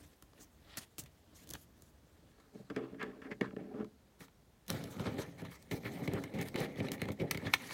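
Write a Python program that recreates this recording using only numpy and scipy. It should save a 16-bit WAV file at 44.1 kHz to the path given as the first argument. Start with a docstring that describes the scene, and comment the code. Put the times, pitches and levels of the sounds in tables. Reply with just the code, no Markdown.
"""A table in a quiet room: hands crinkle a plastic sleeve near the microphone, prop the sleeved card
against a cardboard box, then sweep a pile of cards together and square it.
Surfaces grip and slip as they rub; edges catch and let go in single snaps. Both forces shake the low
modes of hand, box or tabletop, ring the sleeve, box or cards, and fizz in the treble."""
import sys
import numpy as np
from scipy import signal
from scipy.io import wavfile
from scipy.ndimage import uniform_filter1d

SR = 44100
rng = np.random.default_rng(int(sys.argv[2]) if len(sys.argv) > 2 else 0)


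def pcm_store(signal):
    """Save signal as 16-bit PCM."""
    levels = np.round(np.clip(np.atleast_2d(signal), -1, 1) * 32767)
    wavfile.write(sys.argv[1], SR, levels.astype(np.int16).T)


N = 340893


def gain_of(db):
    """Decibels to amplitude."""
    return 10 ** (np.asarray(db) / 20)


def spectrum_at(points, hz):
    """Table value at hz, interpolated in log frequency."""
    points_hz, values = np.transpose(points)
    return np.interp(np.log(hz + 1), np.log(points_hz + 1), values)


def curves(rows):
    """Columns of a timed table at every sample."""
    times_s, *columns = np.transpose(rows)
    return [np.interp(np.arange(N) / SR, times_s, column) for column in columns]


def unit_energy(x):
    """Impulse response scaled so that white noise keeps its level."""
    return x / np.linalg.norm(x)


def lift_band(x, hz, width_hz, share, range_hz):
    """Lifts a band that follows hz: shift to zero, low-pass, shift back, mix."""
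    carrier = np.exp(2j * np.pi * np.cumsum(hz * np.ones(len(x))) / SR)
    pole = np.exp(-np.pi * width_hz / SR)
    band = 2 * (carrier * signal.lfilter([1 - pole], [1, -pole], x / carrier + 1e-18)).real
    return share * band * np.sqrt(range_hz / width_hz) + (1 - share) * x


# Background spectrum: (frequency [Hz], relative density [dB])
FLOOR_SPECTRUM = [(15, -33), (25, -5.5), (60, 7.5), (124, -3.5), (584, -10.5), (952, -16), (2900, -24),
                  (3510, -23.5), (11600, -31), (15200, -30), (16500, -34)]
FLOOR_DB = -66.5


def noise_floor():
    """Room rumble and microphone hiss, with faint drifting patches."""
    frames, hz = N // 512 + 5, np.fft.rfftfreq(2048, 1 / SR)
    real, imag, patches = rng.standard_normal((frames, 1025, 3)).T
    patches = uniform_filter1d(uniform_filter1d(patches, 20, 0), 8, 1)
    level_db = spectrum_at(FLOOR_SPECTRUM, hz)[:, None] + 0.5 * patches / patches.std()
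    noise = signal.istft((real + 1j * imag) * gain_of(level_db), nperseg=2048, noverlap=1536)[1][:N]
    return gain_of(FLOOR_DB) * noise / noise.std()


# Room decay: (frequency [Hz], t60 [s])
ROOM_DECAY = [(150, 0.34), (600, 0.15), (2500, 0.1), (10000, 0.11)]


def room_echoes(x):
    """Sparse reflections of random sign, each band dying at its own rate."""
    taps = np.zeros(SR // 2)
    slots = np.arange(300, len(taps) - 20, 20)
    taps[slots + rng.integers(0, 20, len(slots))] = rng.choice([-1., 1.], len(slots))
    hz, t, spectra = signal.stft(taps, SR, nperseg=256)
    decay = gain_of(-60 * t / spectrum_at(ROOM_DECAY, hz)[:, None])
    tail = signal.istft(spectra * decay, SR, nperseg=256)[1]
    return signal.oaconvolve(x, unit_energy(tail))[:N]


def friction(clump_s, clump_db):
    """Noise whose strength jumps as the surfaces grip and slip."""
    grip = uniform_filter1d(rng.standard_normal(N), round(clump_s * SR))
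    force = rng.standard_normal(N) * gain_of(clump_db * grip / grip.std())
    return force / force.std()


def patchy(x, depth_db):
    """Random patches of the spectrum swell and fade as the contact area shifts."""
    spectra = signal.stft(x, nperseg=256)[2]
    patches = rng.standard_normal(spectra.shape[::-1]).T
    patches = uniform_filter1d(uniform_filter1d(patches, 7, 0), 14, 1)
    force = signal.istft(spectra * gain_of(depth_db * patches / patches.std()), nperseg=256)[1][:N]
    return force / force.std()


# Swells of low rumble and scrape, the faintest barely above the room noise; rise and fall span 20 dB and are
# clamped to at least MIN_RAMP_S: # (peak time [s], rumble [dB], scrape [dB], rise [s], fall [s], contact pitch
# [Hz])
SWELLS = [(0.0, -54, -62.5, .02, 0.16, 170), (0.138, -59, -62, 0.05, -0.03, 268),
          (0.392, -58.5, -68.5, 0.2, 0.16, 234), (0.66, -60.5, -83.5, 0.3, .25, 220),
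          (0.735, -66, -54.5, 0.14, 0.13, 210), (0.774, -44.5, -66, .015, 0.01, 243),
          (0.983, -37, -60, 0, -0.07, 180), (1.014, -51, -61, 0, .07, 109),
          (1.32, -58, -71.5, .2, 1.3, 218), (1.52, -47.5, -59, .06, -0.08, 260),
          (1.555, -51.5, -54, 0.09, -0.03, 160), (1.826, -61, -77, -0.5, -1, 195),
          (2.18, -58.5, -72, .03, .05, 140), (2.27, -62, -71.5, 0.4, 0.2, 232),
          (2.38, -58.5, -68, 0, 0.1, 229), (2.556, -41.5, -67, 0.03, -0.02, 170),
          (2.6, -47, -88, 0.04, 0.04, 135), (2.714, -34.5, -63, 0.0155, .016, 283),
          (2.763, -32, -66, -0.0268, 0.1, 334), (2.83, -46, -54, 0.12, .11, 300),
          (2.95, -47.5, -69, 0.12, .035, 275), (3.015, -38.5, -47.5, .02, 0.15, 300),
          (3.244, -45, -52, -0.02, 0.07, 310), (3.318, -40.5, -76, 0.1, 0.02, 294),
          (3.418, -28, -66, 0.0152, 0.02, 360), (3.47, -45, -54.5, -0.36, 0.05, 360),
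          (3.535, -42, -61, 0.04, 0, 244), (3.583, -40, -64, -0.05, 0.18, 249),
          (3.693, -59, -77, -0.66, .06, 220), (3.75, -41, -58.5, -0.54, 0.05, 280),
          (3.822, -36.5, -58, 0.22, 0.03, 248), (4.218, -53.5, -71, .065, -0.13, 174),
          (4.696, -34, -62, .014, 0.27, 192), (4.72, -57, -51, 0.02, 0.28, 220),
          (5.006, -37, -52, 0.13, 0.2, 194), (5.078, -33.5, -56, 0.05, 0.15, 264),
          (5.193, -30, -56, 0.06, 0.02, 300), (5.27, -45.5, -59, 0.18, .11, 210),
          (5.433, -41.5, -64, 0.14, 0.08, 109), (5.46, -47, -56, -0.06, 0.13, 200),
          (5.51, -55, -60.5, -0.27, 0.07, 190), (5.711, -31, -63, -0.0661, 0.1, 238),
          (5.861, -36.5, -64, 0, 0.2, 226), (6.035, -36.5, -60, 0.19, -0.12, 227),
          (6.13, -33.5, -53.5, 0.07, 0.21, 278), (6.18, -48, -51, 0.08, 0.04, 210),
          (6.347, -37, -62.5, -0.2, 0.25, 224), (6.411, -33, -44, 0.06, 0.05, 230),
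          (6.544, -33, -55, -0.1, 0.26, 270), (6.606, -31, -63, .09, 0.08, 270),
          (6.804, -34, -68, 0, 0.28, 229), (6.876, -44.5, -69, -0.5, 0.18, 288),
          (7.004, -42, -55, -1.07, -0.3, 240), (7.104, -39, -71, 0.2, 0.05, 215),
          (7.218, -30, -62, 0.04, 0.08, 340), (7.421, -34, -54, -0.74, 0.1, 175),
          (7.469, -30.5, -49, -0.01, 0.02, 250), (7.63, -54.5, -50.5, 0.22, 0.1, 203),
          (7.73, -44.5, -49, 0.2, .05, 300)]
MIN_RAMP_S, REST_HZ, REST_DB = 0.002, 200, -75


def rumble_swells():
    """Swells of rumble and scrape: their envelopes, and a power-weighted pitch."""
    t = np.arange(0, N, 64) / SR
    peak_s, rumble_db, scrape_db, rise_s, fall_s, hz = np.transpose(SWELLS)[:, :, None]
    before = (peak_s - t) / np.maximum(rise_s, MIN_RAMP_S)
    after = (t - peak_s) / np.maximum(fall_s, MIN_RAMP_S)
    shape_db = -20 * np.maximum(before, after)
    rumble_power = gain_of(rumble_db + shape_db) ** 2
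    scrape_power = gain_of(scrape_db + shape_db) ** 2
    rest_power = gain_of(REST_DB) ** 2
    pitch_hz = ((rumble_power * hz).sum(0) + rest_power * REST_HZ) / (rumble_power.sum(0) + rest_power)
    rumble, scrape = np.sqrt(rumble_power.sum(0)), np.sqrt(scrape_power.sum(0))
    return curves(np.column_stack([t, rumble, scrape, pitch_hz]))


# Single swishes: (start [s], length [s], fizz [dB], scrape [dB], brightness [0-1])
SWISHES = [(0.044, 0.007, -74, -68, 0.2), (0.378, 0.024, -78, -78, 0.5), (0.403, 0.042, -61, -66, 0.4),
           (0.778, 0.012, -43, -43, 0.16), (0.809, 0.034, -59, -56, 0.3), (0.991, 0.014, -47.5, -54, 0.2),
           (1.35, 0.095, -64.5, -75, 0.3), (1.536, 0.023, -76, -55, 0.5), (1.765, 0.14, -79.5, -88, 0.5),
           (2.538, 0.087, -76, -77, 1), (2.761, 0.022, -88, -51, 0.19), (3, 0.039, -86, -49.5, 0.0),
           (3.312, 0.015, -76, -43.5, 0.1), (3.414, 0.049, -74, -53, 0.0), (4.195, 0.059, -66, -63, 0.8),
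           (4.687, 0.033, -54, -47, 0.6), (4.905, 0.033, -64.5, -94, 0.8), (4.993, 0.023, -60.5, -57, 0.16),
           (5.047, 0.041, -64.5, -54, 0.0), (5.182, 0.052, -55.5, -55.5, 0.3),
           (5.38, 0.033, -68.5, -60, 0.3), (5.449, 0.015, -68, -55, 0.16), (5.512, 0.052, -61, -65, 0.6),
           (5.618, 0.01, -77, -70, 0.8), (5.711, 0.069, -61, -57, 0.8), (5.845, 0.043, -68.5, -49.5, 0.9),
           (5.932, 0.081, -71, -66, 0.8), (6.033, 0.03, -63, -55, 0.7), (6.122, 0.064, -76, -72, 1),
           (6.175, 0.014, -94.5, -77, 0.1), (6.238, 0.0093, -89, -51, 0.3),
           (6.406, 0.029, -54.5, -54, 0.75), (6.455, 0.036, -60, -53, 1), (6.577, 0.081, -55.5, -46, 0.43),
           (6.775, 0.034, -66, -50, 0.5), (6.828, 0.047, -65.5, -60, 0.2), (6.92, 0.029, -57, -51, 1),
           (6.994, 0.063, -73, -55, 0.7), (7.083, 0.0091, -64, -44, 0.4), (7.12, 0.012, -61, -57, 1),
           (7.196, 0.025, -59, -49.5, 0.4), (7.333, 0.0078, -63, -59.5, 0.4),
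           (7.455, 0.023, -68, -42.5, 0.0), (7.541, 0.0044, -34.5, -37.5, 0.3)]


def swishes():
    """A card or sleeve slides briefly: envelopes of scrape, dull fizz and bright fizz."""
    t, envelopes = np.arange(N) / SR, np.zeros((3, N))
    for start_s, length_s, fizz_db, scrape_db, brightness in SWISHES:
        end_s, fizz = start_s + length_s, gain_of(fizz_db)
        span = slice(max(round((start_s - 0.03) * SR), 0), round((end_s + 0.06) * SR))
        attack = 1 / (1 + np.exp((start_s - t[span]) / 0.003))
        release = 1 / (1 + np.exp((t[span] - end_s) / 0.004))
        gains = [gain_of(scrape_db), fizz * (1 - brightness), fizz * brightness]
        envelopes[:, span] += np.outer(gains, attack * release)
    return envelopes


# Course of the rasp: (time [s], pitch [Hz])
RASP_PITCH = [(0, 1970), (2.3, 1680), (2.9, 1340), (3.02, 1650), (3.15, 1430), (3.32, 1800), (3.8, 1400),
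              (4.7, 1580), (5.0, 1460), (5.3, 1810), (5.6, 1870), (5.8, 2080), (6.2, 1770), (6.4, 2020),
              (7.73, 1870)]
WANDER_SHARE, WANDER_S = 0.041, 0.065


def rasp():
    """Scraping noise whose pitch strays as the edge finds new fibres."""
    noise = patchy(friction(clump_s=0.006, clump_db=2.04), depth_db=2.4)
    stray = uniform_filter1d(rng.standard_normal(N), round(WANDER_S * SR))
    pitch_hz = curves(RASP_PITCH)[0] * (1 + WANDER_SHARE * stray / stray.std())
    return lift_band(noise, pitch_hz, width_hz=420, share=0.54, range_hz=2000)


# Steady sliding under the swells: (time [s], rumble [dB], scrape [dB], fizz [dB])
SLIDING = [(0, -72, -78, -68), (.2, -74, -78, -80.5), (.75, -75, -79, -78.5), (1.45, -72, -73, -82.5),
           (1.48, -74, -75, -70), (1.63, -81, -71, -66.5), (1.66, -72, -87, -82.5), (2.1, -72, -81, -83.5),
           (2.68, -74, -84.5, -80.5), (3.1, -51, -68, -87), (3.3, -57.5, -82.5, -81), (3.9, -70, -88, -85),
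           (4.66, -73, -86, -87.5), (4.73, -52, -52, -55), (4.9, -48, -62.5, -68.5),
           (5.13, -61, -54.5, -66), (5.36, -66, -78, -74), (5.68, -59, -70, -75), (5.93, -50, -57, -63),
           (6.08, -41, -58, -73), (6.2, -61, -58, -64.5), (6.3, -48, -63.5, -75), (6.53, -57, -69, -70),
           (6.67, -53.5, -58.5, -72), (7.0, -54, -61.5, -74), (7.16, -73, -71.5, -76),
           (7.33, -47, -56, -72), (7.55, -49, -55.5, -63), (7.73, -62, -57, -54)]


def rub_forces():
    """Rumble, scrape and fizz forces of surfaces in sliding contact."""
    swell_rumble, swell_scrape, contact_hz = rumble_swells()
    slide_rumble, slide_scrape, slide_fizz = gain_of(curves(SLIDING))
    swish_scrape, swish_dull, swish_bright = swishes()
    fizz = patchy(friction(clump_s=0.008, clump_db=1.5), depth_db=3)
    dull = (swish_dull + slide_fizz / 2) * 2 * uniform_filter1d(fizz, size=3)
    bright = (swish_bright + slide_fizz / 2) * (fizz - np.roll(fizz, 1))
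    drag = friction(clump_s=0.013, clump_db=1.87)
    drag = lift_band(drag, contact_hz, width_hz=120, share=0.71, range_hz=140)
    rumble = np.hypot(swell_rumble, slide_rumble) * drag
    scrape = (swish_scrape + np.hypot(swell_scrape, slide_scrape)) * rasp()
    return np.array([rumble, scrape, dull + bright])


# Edge snaps: (time [s], click [dB], fizz [dB], thump [dB], pitch [Hz], t60 [s])
SNAPS = [(0.2237, -42, -42.5, -61.5, 1270, 0.013), (0.3336, -45.5, -76, -72, 1220, 0.011),
         (0.7713, -32, -32.5, -53.5, 1630, 0.047), (0.9821, -32, -35, -52, 2320, 0.023),
         (0.9884, -44, -35.5, -56.5, 2700, 0.081), (1.037, -46, -44, -75, 4410, 0.013),
         (1.059, -46, -57, -68, 2200, 0.049), (1.473, -50, -47, -76, 3120, 0.015),
         (1.491, -44.5, -33, -69, 3310, 0.0064), (1.503, -51, -33, -57, 4220, 0.017),
         (1.5088, -35, -32, -55, 2210, 0.011), (1.536, -34.5, -27, -53.5, 3430, 0.011),
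         (1.5505, -37, -46, -59, 1580, 0.014), (1.8212, -48.5, -43.5, -62, 1300, 0.012),
         (2.399, -55.5, -59, -66, 1290, 0.045), (2.547, -59, -71, -54.5, 2150, 0.098),
         (2.6996, -34.5, -56, -43, 1400, 0.048), (2.7621, -26.5, -45.5, -38.5, 1700, 0.022),
         (2.832, -45, -73, -46.5, 1330, 0.012), (2.9269, -51.5, -81, -48, 1290, 0.013),
         (2.9451, -44.5, -77, -53, 1340, 0.016), (2.9954, -40.5, -75, -51.5, 1700, 0.081),
         (3.0115, -35, -67, -53, 1800, 0.0087), (3.0287, -52, -40, -47, 1810, 0.014),
         (3.217, -45, -72, -53.5, 1620, 0.16), (3.3121, -37, -68, -44.5, 2000, 0.048),
         (3.4103, -20.5, -44.5, -30.5, 1840, 0.022), (3.507, -42.5, -72, -64, 1390, 0.016),
         (3.5641, -36.5, -77, -40, 1600, 0.015), (3.7403, -44.5, -74, -44.5, 1700, 0.014),
         (3.8006, -38, -71, -42.5, 1340, 0.01), (3.845, -43.5, -52.5, -65, 1200, 0.015),
         (4.2048, -46.5, -53.5, -55, 1860, 0.15), (4.282, -42, -78, -71, 1310, 0.011),
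         (4.6646, -50, -53, -78, 3150, 0.014), (4.681, -39, -32, -64, 1660, 0.01),
         (4.7024, -19, -13, -42, 3600, 0.005), (4.71, -38, -46, -65, 1670, 0.0077),
         (4.8389, -41, -40, -52.5, 2840, 0.014), (4.8394, -46, -42, -52.5, 1770, 0.017),
         (4.967, -44, -53, -49, 2160, 0.021), (4.9863, -39, -65, -74, 1200, 0.014),
         (4.9957, -29, -49, -41, 1190, 0.015), (5.0557, -37, -63, -40.5, 1190, 0.21),
         (5.0666, -30, -51, -37.5, 1860, 0.016), (5.1425, -49, -53, -63, 1640, 0.013),
         (5.1817, -39, -61, -40.5, 1780, 0.21), (5.418, -40, -49, -47, 1500, 0.015),
         (5.45, -36.5, -51.5, -56, 1260, 0.027), (5.6253, -62, -47.5, -81, 2270, 0.017),
         (5.7111, -30.5, -43.5, -40, 1970, 0.1), (5.834, -38, -77, -49, 2240, 0.013),
         (5.8509, -36, -65, -42, 2260, 0.079), (5.9258, -53, -64, -52, 2220, 0.013),
         (6.0756, -22.5, -40, -34.5, 2380, 0.02), (6.1351, -34, -35, -37.5, 1870, 0.012),
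         (6.2377, -28.5, -38.5, -45, 2070, 0.019), (6.338, -44.5, -56, -41, 2390, 0.26),
         (6.3869, -37, -47, -39, 2080, 0.044), (6.4135, -39, -30.5, -51, 2200, 0.012),
         (6.4847, -35.5, -37.5, -58, 2000, 0.017), (6.5427, -28, -43, -41, 2160, 0.01),
         (6.558, -23, -37, -60.5, 2050, 0.025), (6.6033, -41, -33, -38, 2200, 0.013),
         (6.758, -40.5, -54, -48.5, 3340, 0.015), (6.7836, -51, -52, -39.5, 2040, 0.011),
         (6.8022, -26, -52, -35, 2220, 0.019), (6.8844, -28, -45.5, -66, 2100, 0.018),
         (6.9176, -18, -24, -64, 2030, 0.0092), (6.98, -39, -57, -52, 2120, 0.014),
         (7.0172, -21, -30.5, -36.5, 2140, 0.012), (7.0542, -33, -48, -45, 1950, 0.016),
         (7.0861, -28, -46, -39.5, 1220, 0.018), (7.0958, -52.5, -65, -40.5, 1500, 0.015),
         (7.1039, -32, -63, -56, 2070, 0.013), (7.1184, -40, -41.5, -59, 2200, 0.028),
         (7.198, -37, -69, -39, 2300, 0.11), (7.2165, -43, -64, -38.5, 1500, 0.02),
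         (7.3105, -15.5, -20.5, -46.5, 1920, 0.021), (7.3461, -29.5, -44, -40.5, 2040, 0.039),
         (7.3739, -26, -33.5, -44, 2080, 0.012), (7.4524, -55, -66, -40, 2130, 0.09),
         (7.469, -30, -44, -60, 2160, 0.016), (7.5331, -23.5, -47, -67, 2000, 0.012),
         (7.5368, -3, -20, -56, 1820, 0.012), (7.5397, -6, -30, -48.5, 2980, 0.011),
         (7.7079, -26.5, -67, -53.5, 1140, 0.014)]
SNAP_SAMPLES, THUMP_SAMPLES, SNAP_ATTACK_S = 6000, 90, 0.00037


def snap_forces():
    """An edge catches and lets go: a soft thump, a pitched dying rattle and a spit of treble."""
    forces, t = np.zeros((3, N + SNAP_SAMPLES)), np.arange(SNAP_SAMPLES) / SR
    thumps, clicks, fizz = forces
    rattles = rng.standard_normal((len(SNAPS), 2, len(t)))
    rattles[:, :, 16] = 5.0  # one hard crack at release
    for (time_s, click_db, fizz_db, thump_db, hz, t60_s), rattle in zip(SNAPS, rattles):
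        at = round(time_s * SR)
        envelope = gain_of(-60 * t / t60_s) * (1 - np.exp(-t / SNAP_ATTACK_S))
        click, spit = gain_of([[click_db], [fizz_db]]) * envelope * rattle / 2  # peaks near 2 x rms
        click = signal.lfilter(*signal.butter(1, 0.54 * hz, "high", fs=SR), click)
        thumps[at:at + THUMP_SAMPLES] += gain_of(thump_db) * np.hanning(THUMP_SAMPLES)
        clicks[at:at + len(t)] += lift_band(click, hz, width_hz=370, share=0.52, range_hz=2600)
        fizz[at:at + len(t)] += spit
    return forces[:, :N]


def modal_response(modes):
    """Impulse response of damped modes of alternating sign."""
    t = np.arange(8192) / SR
    rings = [(-1) ** k * gain_of(db) * width_hz * np.exp(-np.pi * width_hz * t)
             * np.sin(2 * np.pi * hz * t) for k, (hz, width_hz, db) in enumerate(modes)]
    return unit_energy(sum(rings))


def fizz_response(points):
    """Minimum-phase impulse response with the given spectrum."""
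    hz = abs(np.fft.fftfreq(4096, 1 / SR))
    log_gain = np.log(gain_of(spectrum_at(points, hz)))
    spectrum = np.exp(np.conj(signal.hilbert(log_gain)))
    return unit_energy(np.fft.ifft(spectrum).real[:2048])


# Low modes, shaken by rumble and thumps: (frequency [Hz], width [Hz], level [dB])
HAND_MODES = [(56, 25, 0.5), (82, 68, 3), (128, 47, 1.5), (187, 110, -4.5), (218.3, 38, -2), (297, 95, -7),
              (396, 130, -6.5), (616, 147, -8.5)]
HOLLOW_BOX_MODES = [(125.3, 9, -7), (191.2, 22, -2.5), (268.5, 18, 0.5), (337.6, 17, -3),
                    (419.5, 27.5, 0.5), (475, 25, -4), (538, 54, -8.5), (607, 69, -8), (780, 62, -10.5)]
TABLETOP_MODES = [(65, 22, -9.5), (100.2, 29.5, -1), (126.5, 38, 0.5), (181, 43.5, -2), (275.4, 21.5, 0),
                  (313, 90, -8.5), (405, 26, -2.5), (457.2, 17.2, -2.5), (528, 71, -4.5), (630, 44, -5.5),
                  (786, 113, -9)]
# Upper modes, rung by scrapes and clicks: (frequency [Hz], width [Hz], level [dB])
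SLEEVE_MODES = [(980, 810, 6.5), (1970, 1450, 2.5), (3190, 1310, 8.5), (4400, 2960, 1.5)]
BOX_MODES = [(1062, 230, -0.5), (1332, 87, -0.5), (1735, 310, -4.5), (2240, 194, -3), (2660, 450, -7.5),
             (3440, 330, -10), (4800, 1100, -19.5)]
PILE_MODES = [(877, 244, -2.5), (1303, 300, -4), (1770, 183, -4), (2220, 286, -2.5), (3114, 340, -5),
              (3370, 264, -4), (4025, 560, -7)]
# Fizz spectrum, one list per stage: (frequency [Hz], relative density [dB])
FIZZ_SPECTRA = [
    [(2350, -51), (4000, -5), (4670, -3), (6380, 3), (9750, -1), (14400, 1), (16100, -1.5), (16700, -40)],
    [(2350, -36), (4000, -4.5), (5200, -13), (6770, -12), (8200, -18), (14500, -23.5), (16000, -50),
     (16700, -61)],
    [(2350, -15), (4000, -6.5), (4870, -7.5), (6450, -5.5), (7100, -9), (7770, -8.5), (9460, -10.5),
     (15100, -10.5), (16100, -15), (16700, -74)],
]
# Sleeve, box and pile stages: (start [s], end [s])
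STAGES_S = [(0, 2.33), (2.33, 4.1), (4.1, 7.73)]


def handling():
    """Snaps and rubbing drive the objects handled in each stage."""
    out, forces = np.zeros(N), snap_forces() + rub_forces()
    bodies = [(HAND_MODES, SLEEVE_MODES), (HOLLOW_BOX_MODES, BOX_MODES), (TABLETOP_MODES, PILE_MODES)]
    for span_s, (low, upper), fizz in zip(STAGES_S, bodies, FIZZ_SPECTRA):
        start, end = (round(s * SR) for s in span_s)
        responses = modal_response(low), modal_response(upper), fizz_response(fizz)
        for force, response in zip(forces[:, start:end], responses):
            sound = signal.oaconvolve(force, response)[:N - start]
            out[start:start + len(sound)] += sound
    return out


def scene():
    """Close handling, faint room echoes and the noise floor, in mono."""
    direct = handling()
    return (direct + gain_of(-15.5) * room_echoes(direct) + noise_floor())[None]


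LOW_CUT_HZ, HIGH_CUT_HZ = 42, 16620


def record(dry):
    """Microphone bass roll-off, then a steep band limit."""
    thinned = signal.sosfilt(signal.butter(3, LOW_CUT_HZ, "high", fs=SR, output="sos"), dry)
    lowpass = signal.firwin(511, HIGH_CUT_HZ, window=("kaiser", 9), fs=SR)
    return signal.oaconvolve(thinned, lowpass[None], "same")


dry = scene()
out = record(dry)
pcm_store(out)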